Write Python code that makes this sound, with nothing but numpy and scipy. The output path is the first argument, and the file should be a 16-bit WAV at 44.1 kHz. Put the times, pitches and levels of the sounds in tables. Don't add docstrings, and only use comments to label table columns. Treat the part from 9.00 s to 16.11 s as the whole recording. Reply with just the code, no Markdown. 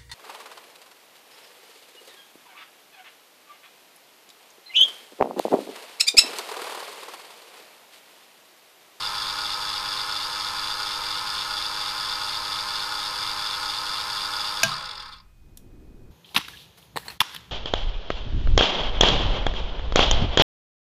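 import sys
import numpy as np
from scipy import signal
from scipy.fft import rfft, irfft
from scipy.io import wavfile
from scipy.ndimage import uniform_filter1d

SR = 44100
rng = np.random.default_rng(int(sys.argv[2]) if len(sys.argv) > 2 else 0)


def wav_out(sig):
    wavfile.write(sys.argv[1], SR, np.round(np.clip(np.atleast_2d(sig).T, -1, 1) * 32767).astype(np.int16))


N = 313551
T = np.arange(N) / SR
TEETH = 24
CUT_S, LAST_CONTACT_S, REST_S = 5.631, 6.17, 6.21


def undb(db):
    return 10 ** (np.asarray(db) / 20)


def level(x, db):
    return x * undb(db) / np.sqrt(np.mean(x ** 2))


def fade(t, t60):
    return np.exp(-np.log(1000) * t / t60)


def ring(t, modes):
    return sum(undb(db) * fade(t, t60) * np.sin(2 * np.pi * hz * t) for hz, db, t60 in modes)


def body(x, colour=None, resonances=()):
    freqs = np.fft.rfftfreq(16384, 1 / SR)
    power = 1e-9
    if colour is not None:
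        hz, db = np.transpose(colour)
        power = undb(np.interp(np.log(freqs + 1), np.log(hz), db)) ** 2
    for centre, width, peak_db in resonances:
        power = power + undb(peak_db) ** 2 / (1 + (2 * (freqs - centre) / width) ** 4)
    cepstrum = irfft(np.log(power) / 2)
    half = len(cepstrum) // 2
    cepstrum[1:half] *= 2
    cepstrum[half + 1:] = 0
    response = irfft(np.exp(rfft(cepstrum)))[:half]
    return signal.fftconvolve(x, response)[:N]


def clicks(times, sizes):
    place = np.clip(times * SR, 0, N - 2)
    index = place.astype(int)
    late = place - index
    return np.bincount(index, sizes * (1 - late), N) + np.bincount(index + 1, sizes * late, N)


def flaws(turns, period, scatter, count):
    spots = rng.random(period * count) * period
    sizes = rng.choice([-1, 1], period * count)
    angles = spots + period * np.arange(int(turns[-1] / period) + 1)[:, None]
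    blows = sizes + scatter * rng.standard_normal(angles.shape)
    reached = angles < turns[-1]
    return clicks(np.interp(angles[reached], turns, T), blows[reached])


def drift(rate_hz):
    hold = int(SR / rate_hz)
    steps = np.repeat(rng.standard_normal(N // hold + 1), hold)
    smooth = uniform_filter1d(steps, hold)[:N]
    return smooth / smooth.std()


def tones(turns, orders, waver_db):
    out = np.zeros(N)
    for multiple, db in orders:
        gain = np.sqrt(2) * undb(db + waver_db * drift(14))
        out += gain * np.sin(2 * np.pi * (multiple * turns + rng.random()))
    return out


def arc(turns, place, width):
    away = (turns - place + .5) % 1 - .5
    return np.exp(-(away / width) ** 2 / 2)


def reverb(x, t60, wet_db):
    t = T[:SR // 2]
    tail = rng.standard_normal(len(t)) * fade(t, t60) * (t > .003)
    return x + undb(wet_db) * signal.fftconvolve(x, tail / np.linalg.norm(tail))[:N]


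# f/Hz, level/dB
ROOM_EQ = [(20, 0), (40, -1), (65, -7), (110, -12), (180, -17), (300, -26), (600, -33), (1600, -37),
           (4000, -40), (12000, -47)]
# f/Hz, level/dB
WHISTLE_TONES = [(2498, -77), (12484, -86)]
def room():
    rumble = level(body(rng.standard_normal(N), ROOM_EQ), -52.5)
    whistle = sum(np.sqrt(2) * undb(db) * np.sin(2 * np.pi * hz * T) for hz, db in WHISTLE_TONES)
    return rumble + whistle


# f/Hz, level/dB
HANDLING_EQ = [(20, 0), (50, 0), (80, -8), (200, -12.5), (370, -14.5), (520, -25), (2000, -44), (8000, -60)]
def handling(start_s=6.36, swell_s=.2):
    swell = 1 - np.exp(-np.maximum(T - start_s, 0) / swell_s)
    return level(body(rng.standard_normal(N), HANDLING_EQ), -45.5) * swell


# f/Hz, level/dB
TICK_EQ = [(500, -24), (2300, -16), (3100, -5), (5500, -3), (8000, -4), (13000, -4), (15500, -11)]
def tick(start_s=6.5725, attack_s=.0008):
    t = T - start_s
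    envelope = fade(np.abs(t), t60=.02) * np.clip(t / attack_s, 0, 1)
    return level(body(rng.standard_normal(N), TICK_EQ), -34.5) * envelope


def backlash(start_s=5.717, attack_s=.0018):
    t = np.maximum(T - start_s, 0)
    modes = [(1230, -24, .14), (1270, -30, .13)]  # f/Hz, level/dB, t60/s
    return ring(t, modes) * (1 - np.exp(-t / attack_s))


# t/s, level/dB
CONTACT_HITS = [(5.631, -52.5), (5.6328, 2.5), (5.636, 6.5), (5.6384, -11.5)]
# f/Hz, level/dB
CRACK_EQ = [(200, -24.5), (900, -21), (2500, -29.5), (4200, -15.5), (6300, -9), (8000, -27), (11000, -24),
            (15500, -33)]
# f/Hz, level/dB, t60/s
BRACKET_MODES = [(665, -20.5, 0.11), (1602, -14.5, 0.14), (2307, -16, 0.039), (2550, -5, 0.022),
                 (2960, -22, 0.11), (3840, -31.5, 0.12), (6060, -23.5, 0.022), (6300, -24, 0.0212),
                 (6900, -14.5, 0.028), (10780, -22, 0.015)]
# f/Hz, level/dB, t60/s
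WALL_MODES = [(119, -29.5, .24), (150, -33, .45), (173, -39, .3), (208, -28, .3)]
def limit_switch():
    cracks = np.zeros(N)
    for start_s, db in CONTACT_HITS:
        envelope = fade(np.maximum(T - start_s, 0), t60=.008) * (T > start_s)
        cracks += level(body(rng.standard_normal(N), CRACK_EQ), db - 11) * envelope
    t = np.maximum(T - CONTACT_HITS[1][0], 0)
    bracket = ring(t, BRACKET_MODES) * (1 - np.exp(-t / .0005))
    walls = ring(t, WALL_MODES) * (1 - np.exp(-t / .0098))
    return cracks + bracket + walls


# f/Hz, level/dB
BRUSH_EQ = [(1000, -21), (5000, 1.5), (7400, 2.5), (9700, 0.5), (10900, 2), (12300, -1), (13500, -8),
            (15500, -10.5)]
def brush_hiss(turns, speed):
    crossings = flaws(turns, period=1, scatter=.5, count=400)
    return body(crossings * speed ** 3, BRUSH_EQ)


# multiple of the motor speed, level/dB
ROTOR_PARTIALS = [(1, -65), (3, -60), (4, -62.5), (5, -59), (6, -58.5), (7, -62), (8, -52), (9, -47),
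                  (11, -55), (12, -49.5), (13, -53), (14, -51), (17, -55), (30, -55.5), (36, -50),
                  (54, -57), (57, -61), (62, -64), (63, -54.5), (69, -65), (87, -68), (95, -62.5),
                  (102, -64.5), (105, -67.5), (111, -66), (112, -68), (113, -69), (119, -68), (120, -69),
                  (123, -73), (125, -73), (127, -75), (129, -74)]
def rotor_whine(turns, speed):
    return tones(turns, ROTOR_PARTIALS, waver_db=1.4) * speed ** 2.6


# multiple of the wheel speed, level/dB
MESH_PARTIALS = [(200, -53), (233, -54), (806, -51), (824, -50), (1027, -53), (1116, -48)]
# place/turns, width/turns, multiple of the wheel speed, level/dB
TIGHT_SWELLS = [(.02, .05, 254, -45.5), (.04, .05, 288, -45), (.16, .03, 303, -45), (.25, .065, 339, -40.5),
                (.26, .04, 237, -47), (.37, .05, 313, -46), (.44, .04, 247, -44.5), (.57, .045, 246, -42),
                (.68, .04, 336, -45), (.82, .06, 302, -40.5), (.95, .03, 336, -45.5)]
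def gear_mesh(wheel_turns, speed):
    steady = tones(wheel_turns, MESH_PARTIALS, waver_db=1.2)
    swells = sum(arc(wheel_turns, place, width) * tones(wheel_turns, [(multiple, db)], waver_db=-1.5)
                 for place, width, multiple, db in TIGHT_SWELLS)
    return (steady + swells) * speed ** 3.5


# f/Hz, level/dB
PANEL_EQ = [(40, -52), (110, -17.5), (190, -16), (270, -30), (500, -17), (740, -24), (1000, -14.5),
            (1900, -15.5), (2600, -18), (5000, -36.5)]
# f/Hz, width/Hz, level/dB
PANEL_MODES = [(850, 36, -2), (940, 50, -5), (988, 28, 0), (1030, 32, -1), (1070, 42, .5), (1182, 50, -4.5),
               (1250, 40, 0), (1284, 26, 4.5), (1325, 22, .5), (1437, 48, 2), (1540, 24, -8),
               (1592, 40, -6), (1690, 30, -8), (1765, 70, -7.5), (2070, 28, -9), (2142, 28, -8),
               (2335, 40, -7)]
def panel_grind(turns, slowed, parted_db):
    contact = np.sin(np.pi * (turns + .04)) ** 2
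    slack_db = -9 * slowed ** 3 * (1 - contact)
    scrape = flaws(turns, period=3 * TEETH, scatter=.45, count=80)
    grind = body(scrape * undb(2 * contact + slack_db + parted_db), PANEL_EQ, PANEL_MODES)
    return reverb(grind * undb(-7 * slowed ** 2), t60=.42, wet_db=-6.5)


def disperse(x, spread_s):
    hz = np.fft.rfftfreq(N, 1 / SR)
    path_hz = np.arange(0, SR / 2, 130)
    delay_s = spread_s * np.interp(hz, path_hz, rng.uniform(-1, 1, len(path_hz)))
    return irfft(rfft(x) * np.exp(-2j * np.pi * np.cumsum(delay_s) * SR / N), N)


# lower shell level/dB, upper shell level/dB, landing place/motor turns
TOOTH_WEAR = [(-1.5, .5, .55), (-1, -2, .32), (3, -1, .42), (2.5, .5, .38), (-2, .5, .6), (3.5, 1, .46),
              (1, 1, .4), (1, 1.5, .34), (-4.5, -2, .42), (-2.5, 1.5, .3), (-1, -2, .5), (-5, -5.5, .5),
              (-1.5, -1, .38), (-3.5, -1.5, .47), (-2, -2, .55), (3, 2, .46), (-2.5, -2.5, .34),
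              (.5, -.5, .42), (1.5, 2.5, .48), (-1.5, -3.5, .5), (-.5, 2, .52), (-1, .5, .52), (3, 2.5, .5),
              (2.5, 2, .4)]
def tooth_force(turns, force_db, slowed, jitter_turns=.007, contact_turns=.17):
    places = np.array(TOOTH_WEAR)[:, 2]
    turn = np.arange(int(turns[-1]))
    landings = turn + places[turn % TEETH] + jitter_turns * rng.standard_normal(len(turn))
    strikes = clicks(np.interp(landings, turns, T), np.ones(len(turn)))
    pressure = arc(turns, places[turns.astype(int) % TEETH], contact_turns) + .4
    scrape = flaws(turns, period=TEETH, scatter=.7, count=360) * pressure
    blows = level(strikes, 0) * undb(force_db - 22 * slowed ** 2)
    return disperse(blows, spread_s=.0031) + level(scrape, 0) * undb(force_db)


# f/Hz, level/dB
EDGE_EQ = [(300, -43.5), (1200, -19), (2200, -17.5), (4500, -9), (5600, -17), (6200, -20.5), (6900, -17),
           (7300, -26), (7600, -23), (8700, -20.5), (9200, -17), (9500, -21.5), (10200, -33),
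           (10800, -24.5), (11600, -38), (13000, -40.5), (15500, -39.5)]
def tooth_edge(turns, force_db, slowed, wear_share=.85):
    edge_db = wear_share * force_db.mean(axis=0) - 15 * slowed ** 2
    return body(tooth_force(turns, edge_db, slowed), EDGE_EQ)


# f/Hz, width/Hz, level/dB
SHELL_MODES = [(2660, 50, -12), (2770, 50, -8), (2890, 50, -10), (3220, 50, -10), (3305, 50, -7),
               (3423, 44, 0), (3495, 48, -1), (3620, 150, -3.5), (3740, 40, -9), (3890, 140, -8),
               (4110, 50, -8), (4270, 150, -8), (4357, 44, -2), (4490, 150, -9.5), (4675, 50, -3),
               (4745, 90, .7), (4940, 270, -5), (5270, 120, -4.7), (5380, 90, -11)]
def shell_rattle(turns, force_db, slowed, split_hz=4600):
    lower = [mode for mode in SHELL_MODES if mode[0] < split_hz]
    upper = [mode for mode in SHELL_MODES if mode[0] >= split_hz]
    return sum(body(tooth_force(turns, db - 13 * slowed ** 3, slowed), resonances=modes)
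               for modes, db in zip((lower, upper), force_db))


# t/s, level/dB
SETTLING_KNOCKS = [(6.184, -47.5), (6.201, -51.5)]
def settling():
    knocks = sum(undb(db) * fade(np.abs(T - s), t60=.07) * (T > s) for s, db in SETTLING_KNOCKS)
    metal = body(rng.standard_normal(N), resonances=[*SHELL_MODES, *PANEL_MODES])
    return knocks * level(metal, 0)


def motor_speed(coast_s=.637, braking_power=.371):
    coast_left = np.clip((REST_S - T) / (REST_S - CUT_S), 0, 1)
    return np.exp(-np.maximum(T - CUT_S, 0) / coast_s) * coast_left ** braking_power


def gear_motor(run_hz=101.837, drive_db=.5):
    speed = motor_speed()
    hz, slowed = run_hz * speed, 1 - speed
    load_wobble = .0003 * np.sin(2 * np.pi * np.cumsum(hz) / SR / TEETH)
    turns = np.cumsum(hz * (1 + load_wobble + .00018 * drift(9))) / SR
    parted_db = np.interp(T, [LAST_CONTACT_S, REST_S], [0, -60])
    tooth = turns.astype(int) % TEETH
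    force_db = np.array(TOOTH_WEAR)[tooth, :2].T + parted_db
    grind = level(panel_grind(turns, slowed, parted_db), -36.5)
    rattle = level(shell_rattle(turns, force_db, slowed), -33.7)
    edge = level(tooth_edge(turns, force_db, slowed), -40)
    hiss = level(brush_hiss(turns, speed), -49.5)
    whine = rotor_whine(turns, speed)
    mesh = gear_mesh(turns / TEETH, speed)
    return undb(drive_db) * (grind + rattle + edge + hiss + whine + mesh)


def scene():
    cabinet = reverb(gear_motor() + backlash() + settling() + limit_switch(), t60=.26, wet_db=-14.5)
    small_tick = reverb(tick(), t60=.2, wet_db=-11)
    return (cabinet + small_tick + handling() + room())[None]


def record(dry, drive=1.3, top_hz=15400):
    rounded = np.tanh(drive * dry) / drive
    return signal.sosfilt(signal.ellip(10, .2, 80, top_hz, fs=SR, output="sos"), rounded)


dry = scene()
out = record(dry)
wav_out(out)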